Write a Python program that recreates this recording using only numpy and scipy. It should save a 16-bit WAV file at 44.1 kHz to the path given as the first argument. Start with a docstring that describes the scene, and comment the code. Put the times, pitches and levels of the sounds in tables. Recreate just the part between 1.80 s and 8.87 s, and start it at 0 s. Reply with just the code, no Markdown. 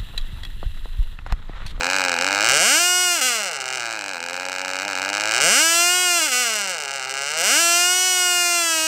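"""Over an open lawn, a mono microphone stands a few metres from a hand-held model plane.
Its small two-stroke glow engine is revved three times; every turn the exhaust port opens with a pop.
At idle many firings are weak and dull; at speed the pops run together over a hum of shaft multiples.
Each pop is a click filtered by the steepness of its pressure front, then returned by grass and near objects.
Behind it lie intake ticks, scattered returns from the yard and wind noise; the hardest peaks clip."""
import sys
import numpy as np
from scipy import signal
from scipy.io import wavfile

SR = 44100
rng = np.random.default_rng(int(sys.argv[2]) if len(sys.argv) > 2 else 0)


def to_wav(s):
    """Save 16-bit WAV."""
    ch = np.atleast_2d(s).T  # columns
    pcm = np.round(np.clip(ch, -1, 1) * 32767)  # PCM
    wavfile.write(sys.argv[1], SR, pcm.astype(np.int16))


N = 311787

# Shaft speed: t/s, speed/(turns per s)
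SHAFT_SPEED = [(0.0, 82.53), (0.154, 96.41), (0.384, 83.02), (0.461, 94.79), (0.615, 103.18),
               (0.692, 122.83), (0.807, 164.98), (0.922, 284.65), (0.999, 345.81), (1.076, 357.93),
               (1.23, 362.4), (1.345, 347.06), (1.383, 312.84), (1.422, 253.96), (1.46, 257.25),
               (1.652, 193.5), (1.768, 137.33), (1.844, 128.13), (1.96, 130.46), (1.998, 119.38),
               (2.152, 110.34), (2.229, 98.78), (2.305, 96.84), (2.382, 83.11), (2.613, 91.43),
               (2.997, 93.4), (3.074, 102.22), (3.151, 90.98), (3.535, 111.15), (3.612, 138.28),
               (3.689, 184.18), (3.804, 307.15), (3.842, 325.93), (4.15, 360.78), (4.227, 362.65),
               (4.38, 341.91), (4.419, 314.67), (4.457, 307.5), (4.496, 262.15), (4.534, 247.35),
               (4.611, 250.34), (4.688, 225.72), (4.918, 181.32), (4.995, 150.47), (5.072, 136.35),
               (5.149, 139.02), (5.226, 129.73), (5.456, 141.01), (5.61, 166.78), (5.687, 218.78),
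               (5.725, 271.28), (5.802, 337.7), (5.917, 343.0), (6.148, 364.5), (6.27, 368.6),
               (6.455, 359.0), (6.763, 345.8), (6.993, 316.8), (7.07, 318.2)]
# Level of a good firing as heard, with the recorder's automatic gain turning it down at full revs,
# before each layer's fixed gain: t/s, level/dB
FIRING_AS_HEARD = [(0, -4.5), (.6, -4), (.7, -2), (.82, -7), (.95, -9), (1.0, -11.5), (1.33, -13.5),
                   (1.42, -11), (1.47, -11), (1.52, -13), (1.72, -15.5), (1.95, -12.5), (2.35, -13),
                   (3.0, -9.5), (3.45, -7), (3.62, -5), (3.8, -8.5), (3.85, -11), (4.0, -10.5), (4.2, -13),
                   (4.55, -11.5), (4.7, -13.5), (5.0, -15.5), (5.55, -13), (5.7, -9), (5.82, -10.5),
                   (6.2, -12.5), (7.07, -14)]
# Clearly weak firings, each applied to the nearest one: t/s, loss of steepness/dB
MISFIRES = [(.09, -7), (.122, -7), (.175, -12), (.228, -18), (.272, -29), (.306, -47), (.377, -20),
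            (.4, -37), (.434, -11), (.456, -19), (.538, -7), (.598, -4), (1.383, -9), (1.407, -32),
            (1.627, -12), (1.652, -21), (1.701, -10), (1.707, -10), (1.726, -18), (1.796, -21),
            (1.849, -15), (1.872, -12), (1.919, -22), (1.965, -28), (1.989, -21), (2.182, -17),
            (2.201, -28), (2.231, -27), (2.251, -17), (2.272, -17), (2.323, -21), (2.391, -24),
            (2.415, -20), (2.451, -20), (2.474, -23), (2.521, -28), (2.587, -20), (2.641, -24),
            (2.674, -38), (2.707, -25), (2.773, -20), (2.838, -22), (2.871, -21), (2.924, -22),
            (2.977, -19), (3.071, -32), (3.142, -32), (3.207, -29), (3.24, -7), (3.281, -4), (3.31, -35),
            (3.32, -27), (3.389, -32), (3.428, -13), (3.447, -12), (3.502, -9), (3.528, -5), (4.477, -31),
            (4.869, -25), (4.976, -25), (4.995, -18), (5.03, -15), (5.072, -8), (5.101, -8), (5.189, -11),
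            (5.287, -6)]
# Spectrum of a pop: f/Hz, weak level/dB, firm level/dB, hard level/dB
POP_SPECTRA = [(101, -34, -79, -43.5), (359, -15, -2.5, 2.5), (900, 2, -4, -17), (1050, -12.5, 3.5, -8.5),
               (1523, -2.5, 3.5, 4.5), (1840, -7.5, -5, -3.5), (2350, -2, 0.5, 2.5), (2800, 3.5, 2, -1.5),
               (3394, -28, -41.5, -1), (3655, -47, -12, -9), (4080, -20, -3, -3.5),
               (5400, -16.5, -14, -2.5), (5900, -15.5, -21.5, 1), (8050, -33, -12.5, 2.5),
               (9140, -33, -28.5, -2.5), (11000, -54, -65, -23.5), (10760, -65, -80, -8),
               (14400, -58, -41, -13.5), (16500, -62, -35, -16.5)]
# Front steepness of a weak, a firm and a hard pop: steepness/dB
FRONT_STEEPNESS = [-16, 1, 7]
# Front steepness growing with the revs: revs/(0-1), steepness/dB
REVS_STEEPNESS = [(0, 3), (.2, 5.5), (.4, 6), (.55, 7), (1, 15.5)]
# Throttle snaps shut, the charge starves, then the engine catches at once: catch t/s, length/s, level/dB
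STUMBLES = [(1.413, 0.082, -6), (4.415, .03, -2.5), (4.515, 0.087, -6)]
# Modes of the metal cylinder and exhaust stub: f/Hz, t60/s, level/dB
CYLINDER_MODES = [(2867, 0.01, -25.5), (5265, 0.01, -30.5), (5935, 0.0093, -27.5), (7870, 0.019, -52.5),
                  (11870, 0.011, -57)]
# Spectrum of the exhaust hiss: f/Hz, level/dB
HISS_SPECTRUM = [(300, -22), (750, 0), (1100, -6), (1500, -3), (2600, -6), (3400, -22), (4500, -10),
                 (8000, -11), (10300, -25), (13000, -20), (16000, -30)]
# Extra path by way of the ground, changing as the plane is tilted: t/s, delay/ms
GROUND_DELAY = [(0, 1.25), (.7, 1.296), (1.5, 1.43), (2.2, 1.245), (2.9, 1.29), (3.5, 1.28), (4.2, 1.46),
                (5, 1.335), (5.6, 1.355), (6.3, 1.37), (7.07, 1.52)]
# Returns off the wing, the pilot and the field box: delay/ms, level/dB
NEAR_ECHOES = [(2.402, -10.5), (3.602, -13), (4.9, -22), (6.1, -22)]
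# Spectrum of the intake tick: f/Hz, level/dB
TICK_SPECTRUM = [(800, -37), (2000, -7), (3400, 12.5), (4500, 13.5), (6000, 2), (8000, 9), (10000, -35),
                 (16000, -58)]
# Propeller and crankcase hum: multiple of shaft speed, idle level/dB, middle level/dB, full level/dB
HUM_MULTIPLES = [(1, -50.5, -37, -24), (2, -46.5, -40.5, -18), (3, -36.5, -19.5, -21.5),
                 (4, -42, -18.5, -61), (5, -45.5, -30, -24.5), (6, -29.5, -38, -16.5)]
# Spectrum of the outdoor air: f/Hz, level/dB
AIR_SPECTRUM = [(20, -20), (60, -23), (150, 4), (400, -1.5), (2000, 1), (8000, -27), (16000, -38)]

FIRST_TURN = .207  # part of a turn already made at the start
PULL_DB, FULL_PULL = 7, 2140  # extra steepness while speeding up (dB), reached at (turns per s per s)
REBOUND_DB = 0  # the firing after a misfire starts as a good one, with no loss
WEAK_SHARE, WEAK_DB = 0.086, -21.5  # chance of a weak firing at idle, and its loss (dB)
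WEAK_BELOW = .35  # revs (0-1) above which these chance weak firings cease
WIND_DB, GUSTS_DB, GUST_S = -47.5, 4, 0.314  # mean gain (dB), spread (dB), time between changes (s)
FIRST_GUST_DB, FIRST_GUST_S = 20, 0.23  # gust dying away at the start: rise (dB), decay time (s)
EDGE_HZ = 15750  # upper band limit


def exhaust(turns):
    """One pop per firing, coloured by how steep its pressure front is, with metal ring and hiss."""
    t, loss_db = firings(turns)
    # a weak burn dulls the pop more than it softens it
    size = -gain_of(firing_level(t) + 0.074 * loss_db + 17.0)
    grade = np.interp(steepness(t) + loss_db, FRONT_STEEPNESS, [0, 4, 7])
    pops = np.zeros(N)
    hz, *fronts = np.transpose(POP_SPECTRA)
    for k in range(8):  # each pop is shared between the two nearest of eight colours
        db = [np.interp(k, [0, 4, 7], row) for row in np.transpose(fronts)]
        share = np.clip(1 - abs(grade - k), 0, 1)
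        pops += colour(arrivals(t, size * share), np.transpose([hz, db]))
    hiss = exhaust_hiss(t, abs(size) * gain_of(.3 * loss_db - 11 * revs(t)))
    return pops + cylinder_ring(t, size * (grade / 7) ** 2) + hiss


def firings(turns):
    """Time of each firing and its loss in dB against a good one; slow running burns unevenly."""
    # each pop falls a quarter of a millisecond ahead of the whole turn
    t = np.interp(np.arange(1, int(turns[-1]) + 1), turns, np.arange(N) / SR) - .00025
    idle = (1 - revs(t)) ** 2.5
    chance = rng.standard_normal((len(t), 3))
    loss_db = .6 * chance[:, 0] - 2.5 * idle * abs(chance[:, 2])
    is_weak = rng.random(len(t)) < WEAK_SHARE * (1 - revs(t) / WEAK_BELOW)
    loss_db += WEAK_DB * is_weak
    misfired = [np.argmin(abs(t - when)) for when, db in MISFIRES]
    loss_db[np.add(misfired, 1)] = REBOUND_DB
    loss_db[misfired] = [db for when, db in MISFIRES]
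    jitter = 1e-6 * (4 + 70 * idle) * chance[:, 1]
    return t + jitter, loss_db


def firing_level(t):
    """Level in dB of a good firing as heard, turned down by automatic gain, dipping at the stumbles."""
    dips = sum(db * np.clip(1 - (when - t) / length, 0, 1) * (t < when)
               for when, length, db in STUMBLES)
    return curve(FIRING_AS_HEARD, t)[0] + dips


def steepness(t):
    """Steepness of a good firing's pressure front in dB, from revs and acceleration."""
    pull = (curve(SHAFT_SPEED, t + .07)[0] - curve(SHAFT_SPEED, t - .07)[0]) / .14
    return curve(REVS_STEEPNESS, revs(t))[0] + PULL_DB * np.clip(pull / FULL_PULL, 0, 1)


def revs(t):
    """Shaft speed scaled from 0 at idle to 1 at full throttle."""
    return np.clip((curve(SHAFT_SPEED, t)[0] - 90) / 270, 0, 1)


def arrivals(t, size):
    """Each pop heard directly, then later and duller by way of the grass and off nearby things."""
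    later = gain_of(-3.0) * clicks(t + curve(GROUND_DELAY, t)[0] / 1000, size)
    later += sum(gain_of(db) * clicks(t + ms / 1000, size) for ms, db in NEAR_ECHOES)
    return clicks(t, size) + signal.lfilter([.5], [1, -.5], later)


def cylinder_ring(t, size):
    """Decaying metal modes struck by the pops; so small a body radiates little bass."""
    age = np.arange(1500) / SR
    modes = sum(gain_of(db - 60 * age / t60) * np.sin(2 * np.pi * hz * age)
                for hz, t60, db in CYLINDER_MODES)
    no_bass = signal.butter(2, 1500, "high", fs=SR)
    struck = signal.oaconvolve(clicks(t, size), modes)[:N]
    return signal.lfilter(*no_bass, struck)


def exhaust_hiss(t, size):
    """A faint puff of coloured noise after each firing, decaying with a 4 ms time constant."""
    puff = signal.lfilter([1], [1, -np.exp(-1 / (.004 * SR))], abs(clicks(t, size)))
    return gain_of(-32) * colour(puff * rng.standard_normal(N), HISS_SPECTRUM)


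def intake(turns):
    """The valve in the shaft shuts about half a turn after the pop: a small tick, uneven at idle."""
    t = np.interp(np.arange(int(turns[-1])) + .46, turns, np.arange(N) / SR)
    uneven_db = (.8 + 3.5 * (1 - revs(t))) * rng.standard_normal(len(t))
    size = gain_of(firing_level(t) - 21.5 - 2.1 * revs(t) + uneven_db)
    return colour(clicks(t, size), TICK_SPECTRUM)


def hum(turns):
    """Low multiples of the shaft speed; their balance changes with the revs and they waver at idle."""
    t = np.arange(N) / SR
    knots = np.arange(500) * .015  # times of the random levels (s)
    # alternate turns differ a little: a tone at half the shaft speed
    half_db = -53.0 + 4.4 * np.interp(t, 4 * knots, rng.standard_normal(500))
    tones = gain_of(half_db) * revs(t) * np.cos(np.pi * turns)
    for k, *levels in HUM_MULTIPLES:
        waver_db = 2.75 * (1 - revs(t)) * np.interp(t, knots, rng.standard_normal(500))
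        level_db = np.interp(revs(t), (0, .3, 1), levels) + waver_db
        tones += gain_of(level_db) * np.cos(2 * np.pi * k * turns + k * k)
    return gain_of(firing_level(t)) * tones


def yard(engine):
    """Scattered returns from trees and a shed: sparse taps of random sign that die away."""
    at = np.arange(300, 20000, 22) + rng.integers(0, 22, 896)
    taps = np.zeros(20100)
    taps[at] = rng.choice([-1., 1.], len(at)) * gain_of(-60 * at / SR / 0.12)  # t60 0.12 s
    dull = signal.lfilter([.6], [1, -.4], taps)
    return signal.oaconvolve(engine, dull / np.linalg.norm(dull))[:N]


def outdoor_air(t):
    """Light wind on the microphone: coloured noise with random gusts about a mean level."""
    gusts = np.interp(t, np.arange(60) * GUST_S, rng.standard_normal(60))
    level_db = WIND_DB + GUSTS_DB * gusts + FIRST_GUST_DB * np.exp(-t / FIRST_GUST_S)
    return gain_of(level_db) * colour(rng.standard_normal(N), AIR_SPECTRUM)


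def gain_of(db):
    """Decibels to an amplitude factor."""
    return 10 ** (np.asarray(db) / 20)


def curve(rows, x):
    """Columns of a table, joined by straight lines, at points x of its first column."""
    points, *columns = np.transpose(rows)
    return [np.interp(x, points, c) for c in columns]


def colour(x, points):
    """Causal (minimum phase) filter with the given spectrum."""
    f, db = np.transpose(points)
    hz = abs(np.fft.fftfreq(4096, 1 / SR))
    log_gain = np.log(gain_of(np.interp(np.log(hz + 1), np.log(f + 1), db)))
    # the Hilbert transform of the log gain gives the minimum phase
    spectrum = np.exp(np.conj(signal.hilbert(log_gain)))
    taps = np.fft.ifft(spectrum).real[:1024]
    return signal.oaconvolve(x, taps)[:N]


def clicks(t, size):
    """Windowed sinc pulses, placed between samples at their exact times."""
    at = np.floor(t * SR).astype(int)[:, None] + np.arange(-12, 13)
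    gap = at - t[:, None] * SR
    shape = np.sinc(gap) * np.cos(np.pi * gap / 28) ** 2
    pulses = size[:, None] * shape
    return np.bincount(np.clip(at, 0, N).ravel(), pulses.ravel(), N + 1)[:N]


def scene():
    """Engine, yard and outdoor air, alike in both channels."""
    t = np.arange(N) / SR
    turns = FIRST_TURN + np.cumsum(curve(SHAFT_SPEED, t)[0]) / SR
    engine = exhaust(turns) + intake(turns) + hum(turns)
    mono = engine + gain_of(-16.5) * yard(engine) + outdoor_air(t)
    return np.tile(mono, (2, 1))


def record(dry):
    """Hard clipping just under full scale, then a steep low-pass as the band limit."""
    edge = signal.firwin(511, EDGE_HZ, window=("kaiser", 9), fs=SR)
    clipped = np.clip(dry, -.9, .9)
    return signal.oaconvolve(clipped, edge[None], "same")


dry = scene()
out = record(dry)
to_wav(out)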